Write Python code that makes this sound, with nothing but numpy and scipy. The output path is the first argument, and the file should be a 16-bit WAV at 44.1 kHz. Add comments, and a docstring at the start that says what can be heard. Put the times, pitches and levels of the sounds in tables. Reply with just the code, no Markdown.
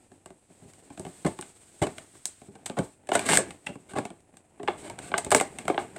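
"""A cardboard display box is turned on a rug, close to a small microphone in a furnished room.
First it bumps on the floor, its plastic tray ticking, while hand and sleeve rub along the card.
Around 3 s the end flap is prised and scraped out of its slot with a squeak, and a tray dimple pops.
More bumps follow; from 4.6 s fingers snap the inner flaps and further dimples flip.
The microphone port rings in the treble throughout."""
import sys
import numpy as np
from scipy import signal
from scipy.fft import rfft, irfft, next_fast_len
from scipy.io import wavfile
from scipy.ndimage import uniform_filter1d, map_coordinates

SR = 44100
rng = np.random.default_rng(int(sys.argv[2]) if len(sys.argv) > 2 else 0)


def dump(signal):
    """Clip the signal to [-1, 1] and save it as 16-bit WAV at the path in sys.argv[1]."""
    limited = np.clip(np.atleast_2d(signal).T, -1, 1)
    pcm = np.round(limited * 32767).astype(np.int16)
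    wavfile.write(sys.argv[1], SR, pcm)


N = 263838


def amp(db):
    return 10 ** (np.asarray(db) / 20)


def unit(x):
    return x / np.sqrt(np.mean(x ** 2) + 1e-20)


def along(points, hz):
    """Read a curve of (freq_hz, value) points on a log frequency axis."""
    freq_hz, values = np.transpose(points)
    return np.interp(np.log(hz + 1), np.log(freq_hz + 1), values)


def filtered(x, response):
    """Pass x through a complex frequency response."""
    size = next_fast_len(len(x) + 8192)
    return irfft(rfft(x, size) * response(np.fft.rfftfreq(size, 1 / SR)), size)[:len(x)]


def coloured(x, spectrum):
    """Shape x with an EQ curve of (freq_hz, gain_db), at rms 1."""
    return unit(filtered(x, lambda hz: amp(along(spectrum, hz))))


def wobble(knots_per_s):
    """A smooth random drift."""
    return map_coordinates(rng.standard_normal(N // 100), [np.arange(N) * knots_per_s / SR])


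def add(track, start_s, sound):
    """Mix a sound into the track."""
    start = max(round(start_s * SR), 0)
    track[start:start + len(sound)] += sound[:N - start]


def slips(count, per_s):
    """Stick and slip: irregular little jerks of unequal size, at rms 1."""
    happens = rng.random(count) < per_s / SR
    return unit(happens * rng.standard_normal(count))


def background(air_db=-70, hum_db=-77, whine_db=-84, whine_hz=10560, width_hz=170, hiss_db=-85.5):
    """Still room air, a faint hum, and the thin whine and hiss of the electronics."""
    # room tone: freq_hz, gain_db
    air_spectrum = [(20, -5), (50, -4.5), (100, 8.5), (200, -30.5), (500, -15.5), (1000, -14),
                    (3000, -44.5), (7000, -35.5), (16000, -39.5)]
    air = amp(air_db) * coloured(rng.standard_normal(N), air_spectrum)
    hum = amp(hum_db) * unit(np.sin(2 * np.pi * 97 * np.arange(N) / SR))
    whine = unit(filtered(rng.standard_normal(N), lambda hz: np.exp(-((hz - whine_hz) / width_hz) ** 2)))
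    return air + hum + amp(whine_db) * whine + amp(hiss_db) * rng.standard_normal(N)


def room(sound, build_up_s=0.0016):
    """The short reverb of a small furnished room, wet only, with a fresh tail each time."""
    # reverb decay: freq_hz, t60_s
    decay = [(100, 0.17), (500, 0.21), (2000, 0.26), (8000, 0.16), (16000, 0.055)]
    # reverb against the direct sound: freq_hz, level_db
    wet = [(100, -1.5), (400, -6), (1500, -8.5), (5000, -7), (12000, -6)]
    hz, t, noise = signal.stft(rng.standard_normal(SR // 3), SR, nperseg=256)
    t60 = along(decay, hz)[:, None]
    power = 2 * np.log(1000) / (t60 * SR)
    fade = amp(along(wet, hz)[:, None] - 60 * t / t60)
    tail = signal.istft(noise * np.sqrt(power) * fade, SR, nperseg=256)[1]
    tail *= 1 - np.exp(-(np.arange(len(tail)) / SR / build_up_s) ** 2)  # the walls answer a moment late
    return signal.fftconvolve(sound, tail)


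def rubbing(jolts, settle_s=0.032, sleeve_trim_db=-9):
    """The box shuffles dully on the rug, skin and cloth hiss over card; both swell after a jolt."""
    # handling moves: time_s, slide_db, sleeve_db (before the trim)
    moves = [(0.0, -59.5, -61), (0.37, -67.5, -67.5), (0.6, -59, -56), (0.92, -56, -56), (1.17, -56.5, -50),
             (1.652, -62.5, -54), (1.98, -55, -51), (2.35, -68.5, -53), (2.62, -55.5, -64),
             (2.86, -67, -50.5), (3.019, -63, -72), (3.4, -37, -50), (3.62, -61, -59), (4.1, -60.5, -66.5),
             (4.48, -62, -69), (4.779, -47.5, -59), (5.4, -46.5, -51), (5.98, -48.5, -54.5)]
    # card on rug: freq_hz, gain_db
    slide_spectrum = [(30, -17), (80, -2), (150, 0.5), (350, 1.5), (520, -5), (750, -4), (1200, -17.5),
                      (2500, -18), (6000, -51)]
    # hand and sleeve on card: freq_hz, gain_db
    sleeve_spectrum = [(200, -25), (900, -1.5), (1400, 3), (2200, 2), (3600, 0.5), (5500, -3.5), (7000, -5),
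                       (10000, -6), (16000, -2)]
    time_s, *levels = np.transpose(moves)
    slide_db, sleeve_db = [np.interp(np.arange(N) / SR, time_s, db) for db in levels]
    hold = np.exp(-1 / (settle_s * SR))
    unrest = np.sqrt(signal.lfilter([1 - hold], [1, -hold], jolts ** 2))  # rms follower
    slide = coloured(slips(N, per_s=1100) + .5 * rng.standard_normal(N), slide_spectrum)
    sleeve = coloured(0.15 * slips(N, per_s=2300) + rng.standard_normal(N), sleeve_spectrum)
    grip_db = 2 * wobble(knots_per_s=44)
    slide *= np.hypot(amp(slide_db), amp(-28) * unrest) * amp(grip_db)
    sleeve *= np.hypot(amp(sleeve_db), amp(-26) * unrest) * amp(sleeve_trim_db + grip_db)
    return slide + sleeve


def squeak(start_s=3.377, length_s=.022, pitch_hz=8600, level_db=-43, waver_hz=300):
    """The glossy flap squeaks as it leaves the slot."""
    track, t = np.zeros(N), np.arange(SR // 20) / SR
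    hz = pitch_hz + waver_hz * unit(uniform_filter1d(rng.standard_normal(len(t)), size=60))
    swell = np.sin(np.pi * np.clip(t / length_s, 0, 1))
    add(track, start_s, amp(level_db) * swell * np.sin(2 * np.pi * np.cumsum(hz) / SR))
    return track + room(track)[:N]


def box_ring(ring_db, scatter_db):
    """One jerk on the box: a direct click, then panel modes whose strengths vary from spot to spot."""
    # modes of the panels and the air inside: pitch_hz, level_db, t60_s
    modes = [(76, -13.5, 0.039), (116, -4.5, 0.019), (158, -10.5, 0.011), (186, -1.5, 0.034),
             (285.3, -6, 0.092), (366.6, 2.5, 0.066), (399, 2, 0.12), (535, -9.5, 0.054), (616.4, -6, 0.1),
             (698, 7, 0.038), (808.5, 1, 0.087), (973, -21.5, 0.021), (1120, -1, 0.027),
             (1535, -0.5, 0.057), (1633, 14.5, 0.015), (2136, 18, 0.013), (2780, 7, 0.031),
             (3220, -11.5, 0.012)]
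    t = np.arange(SR // 8) / SR
    hz, db, t60 = np.transpose(modes)[:, :, None]
    strength = amp(db + ring_db + scatter_db * rng.standard_normal(hz.shape))
    bent_hz = hz * (1 + .06 * rng.standard_normal(hz.shape))  # the grip bends and detunes the panels
    return (t == 0) + np.sum(strength * amp(-60 * t / t60) * np.cos(2 * np.pi * bent_hz * t), axis=0)


def voiced(motion, levels_db, span_s=.01, baffle_hz=130):
    """Voice the card's motion in five registers, each with the energy of its level held for span_s."""
    # bounds of the thump, hollow, knock, clack and tick registers: edge_hz
    edges_hz = [35, 250, 560, 1200, 4000, 16000]
    sound = np.zeros(len(motion))
    low_cut = signal.butter(2, baffle_hz, "high", fs=SR, output="sos")  # small panels radiate little bass
    radiated = signal.sosfilt(low_cut, motion)
    for low, high, db in zip(edges_hz, edges_hz[1:], levels_db):
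        band = signal.sosfilt(signal.butter(4, [low, high], "band", fs=SR, output="sos"), radiated)
        sound += amp(db) * band * np.sqrt(span_s * SR / (np.sum(band ** 2) + 1e-20))
    return sound


def scrapes(edge_s=0.0023, firm_db=-28.5, firm_slips_per_s=1800):
    """A dragged edge catches and slips: coarsely when pressed, in a fine hiss when light."""
    # card edges and fingers dragged over card: start_s, end_s, level_db, grit_db
    strokes = [(2.769, 2.79, -38, -11.5), (3.13, 3.155, -34.5, 2), (3.165, 3.253, -42.5, -1.5),
               (3.255, 3.3, -35, 3), (3.288, 3.336, -26.5, 2), (3.334, 3.367, -28.5, 7.5),
               (3.388, 3.404, -38, -9), (3.663, 3.668, -49.5, 5.5), (3.89, 3.927, -51.5, 0.5),
               (3.957, 3.995, -36, -9.5), (4.778, 4.827, -59, 9.5), (4.835, 4.886, -47.5, -1.5),
               (5.018, 5.097, -50, 2.5), (5.359, 5.387, -36.5, 5.5), (5.785, 5.824, -60, 12)]
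    colour_db, grit_share = [-5, -1.5, -3.5, -4, -12.5], [-0.59, -.6, -0.91, 0.37, 1]  # thump to tick
    track, t = np.zeros(N), np.arange(SR // 4) / SR
    for start, end, db, grit in strokes:
        levels_db = db + np.add(colour_db, np.multiply(grit, grit_share))
        length = max(end - start, edge_s)
        ramp = edge_s + .2 * length  # long strokes start and stop gently
        stroke = np.clip(t / ramp, 0, 1) * np.clip((length + ramp - t) / ramp, 0, 1)
        slips_per_s = firm_slips_per_s * amp(.7 * (firm_db - db))
        force = stroke * (slips(len(t), slips_per_s) + 0.55 * rng.standard_normal(len(t)))
        damped_ring = box_ring(ring_db=-38, scatter_db=3)  # pressing fingers damp the panels
        motion = signal.fftconvolve(force, damped_ring)[:len(t)]
        sound = voiced(motion, levels_db, span_s=length)
        add(track, start - ramp / 2, sound)
        add(track, start - ramp / 2, room(sound))
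    return track


def tray_dimples(attack_s=0.00073):
    """Dimples in the thin plastic flip over, each with a brief pitched pop."""
    # dimple flips: start_s, level_db, pitch_hz
    flips = [(3.3727, -8.5, 1665), (3.6686, -19.5, 2706), (4.6824, -25, 3440), (5.1392, -30, 1580),
             (5.3467, -7.5, 2206), (5.4001, -16.5, 2105)]
    # modes of a dimple: pitch_ratio, level_db, t60_s
    modes = [(1.0, 2, .016), (0.74, -8, .015), (1.17, -5.5, 0.012)]
    track, t = np.zeros(N), np.arange(SR // 16) / SR
    ratio, mode_db, t60 = np.transpose(modes)[:, :, None]
    for start, db, hz in flips:
        partials = amp(db + mode_db - 60 * t / t60) * np.sin(2 * np.pi * hz * ratio * t)
        add(track, start, partials.sum(axis=0) * (1 - np.exp(-t / attack_s)))
    return track + room(track)[:N]


def edge_clicks():
    """Cues for the stiff edges of tray, window and flap clicking."""
    # clicks: time_s, contact_s, level_db, crack_db (the tick register)
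    clicks = [(0.259, 0.0016, -65, -60), (0.735, .0014, -61, -64.5), (0.996, .001, -57, -52),
              (1.4117, 0.00046, -55, -48), (1.425, 0.00073, -44.5, -60), (1.9823, 0.0012, -41.5, -53.5),
              (2.2555, .0008, -46, -34), (2.659, .0041, -39, -41.5), (3.071, 0.0028, -55.5, -63),
              (3.193, 0.001, -32, -41), (3.265, .0006, -48, -53), (3.32, 0.0019, -27.5, -41),
              (3.3724, .0012, -26.5, -25.5), (3.506, .0034, -44.5, -56.5), (3.666, 0.0045, -36.5, -52),
              (4.205, 0.00095, -75, -75), (4.369, .0021, -58.5, -61.5), (4.988, 0.0025, -43, -52),
              (5.246, 0.0022, -46, -47), (5.306, 0.0019, -38, -40), (5.399, 0.0028, -32, -42),
              (5.586, 0.0022, -38, -48.5)]
    # click colour, thump to clack: gain_db
    colour_db = [-9, -12, -3, -1]
    for time_s, contact_s, db, crack_db in clicks:
        yield time_s, contact_s, [*np.add(db, colour_db), crack_db]


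def box_bumps():
    """Cues for the box bumping on rug and hand: the harder the blow, the brighter."""
    # bumps: time_s, contact_s, level_db, hardness_db
    bumps = [(0.118, 0.00081, -52, 0.5), (0.259, .0014, -49, 10.5), (0.304, 0.0017, -49, 2.5),
             (0.498, 0.0064, -57, -2), (0.619, 0.01, -51, -14), (0.648, .008, -51, -16),
             (0.901, 0.0059, -46, 1.5), (0.975, 0.0028, -46.5, 9.5), (0.9959, 0.0018, -37, -6),
             (1.05, 0.0028, -40, 4), (1.065, 0.0031, -38.5, -1.5), (1.2469, 0.0071, -24, -3.5),
             (1.262, 0.0083, -25.5, 3), (1.389, 0.0011, -38.5, 6), (1.8163, .005, -21.5, -2.5),
             (1.823, .007, -26, 6.5), (1.834, 0.0063, -32.5, 9), (1.867, 0.0041, -32.5, 4.5),
             (2.151, 0.0026, -56, 6), (2.416, 0.0023, -50.5, 4), (2.483, 0.0049, -46, -17),
             (2.552, 0.0056, -50, 7.5), (2.6982, 0.00063, -35, 4.5), (2.7872, .0025, -23, -1),
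             (3.685, 0.013, -38.5, 0), (3.755, 0.0022, -43.5, -2), (3.934, 0.0042, -39.5, 2.5),
             (3.985, .002, -33.5, 9), (4.052, 0.0025, -37.5, 9.5), (4.103, 0.002, -44.5, 4),
             (4.6308, 0.0028, -36.5, -0.5), (5.264, 0.0028, -34, -1.5), (5.653, 0.0018, -43.5, 6.5)]
    colour_db, hard_share = [0, -0.5, -4, -14, -25], [-0.27, 0.077, 0.51, 0.9, 1]  # thump to tick
    for time_s, contact_s, db, hardness in bumps:
        yield time_s, contact_s, db + np.add(colour_db, np.multiply(hardness, hard_share))


def flap_pops():
    """Cues for the flaps buckling: taut card clacks, slack card sounds hollow."""
    # pops: time_s, contact_s, level_db, tautness_db, crack_db (the tick register)
    pops = [(3.0895, 0.0025, -31, -4, -51), (3.1169, .0022, -22, -2.5, -51.5),
            (3.151, .0052, -19, 0, -34.5), (3.2878, .0043, -26.5, 9, -37), (3.332, 0.0028, -25, 6, -35.5),
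            (3.384, 0.0034, -33.5, -13, -58.5), (4.597, 0.0055, -39.5, -10.5, -84),
            (4.676, 0.00305, -32, 7, -64), (4.683, .002, -23, -3, -62), (4.898, 0.0024, -40, 2.5, -52.5),
            (5.1165, 0.0019, -34, -2, -85), (5.14, 0.001, -23, 3, -66), (5.1786, .0037, -29.5, 3, -35),
            (5.315, .0057, -19, -0.5, -32), (5.3208, .0033, -21, -1.5, -37.5),
            (5.3476, 0.00149, -16, -4, -26), (5.36, 0.0087, -35, -3, -36.5),
            (5.4097, 0.002, -23.5, -2.5, -37), (5.6798, .0027, -25.5, 1, -45.5),
            (5.6989, 0.0015, -23.5, -8.5, -75), (5.7445, 0.0013, -33.5, -3.5, -87),
            (5.7779, .0012, -22, -1, -75), (5.961, 0.0061, -41.5, 1.5, -58.5)]
    colour_db, taut_share = [-16.5, -6.5, 1, -7], [-.3, -1.2, 0.24, 0.92]  # thump to clack
    for time_s, contact_s, db, tautness, crack_db in pops:
        body_db = db + np.add(colour_db, np.multiply(tautness, taut_share))
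        yield time_s, contact_s, [*body_db, crack_db]


def contacts(cues, jerk=1.79, rise_share=.45):
    """At each cue the card gives way in a short crunch of fibres around one jerk, ringing the box."""
    track, t = np.zeros(N), np.arange(SR // 6) / SR
    for time_s, contact_s, levels_db in cues:
        progress = t / contact_s
        pressure = (1 - np.exp(-(progress / rise_share) ** 2)) * np.exp(-progress)
        snap = 1. * (np.arange(len(t)) == np.argmax(pressure))
        force = pressure * slips(len(t), per_s=9000) + jerk * snap
        direct = signal.fftconvolve(force, box_ring(ring_db=-28, scatter_db=3))[:len(t)]
        # the walls hear all faces of the box at once, so the reverb send is smoother in colour
        send = signal.fftconvolve(snap, box_ring(ring_db=-39, scatter_db=1))[:len(t)]
        start = time_s - rise_share * contact_s / 2
        add(track, start, voiced(direct, levels_db))
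        add(track, start, room(voiced(send, levels_db)))
    return track


def scene():
    """The mono mix: everything happens within arm's reach of one microphone."""
    cues = [*box_bumps(), *flap_pops(), *edge_clicks()]
    jolts = contacts(cues) + tray_dimples() + scrapes()
    return (jolts + squeak() + rubbing(jolts) + background())[None]


def record(dry, port_hz=8350, port_q=8, ceiling=.85, top_hz=15850):
    """The microphone port resonates, the sharpest snaps saturate, and the very top is cut off."""
    # microphone tone on top of the port resonance: freq_hz, gain_db
    mic_eq = [(4000, -1.5), (5800, -3.5), (7200, 0), (8600, 0.5), (10000, -3), (11800, -4.5), (16000, -6.5)]
    port = lambda hz: 1 / (1 - (hz / port_hz) ** 2 + 1j * hz / port_hz / port_q)
    heard = filtered(dry[0], lambda hz: port(hz) * amp(along(mic_eq, hz)))
    rounded = heard / (1 + (heard / ceiling) ** 6) ** (1 / 6)
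    return filtered(rounded, lambda hz: hz < top_hz)[None]


dry = scene()
out = record(dry)
dump(out)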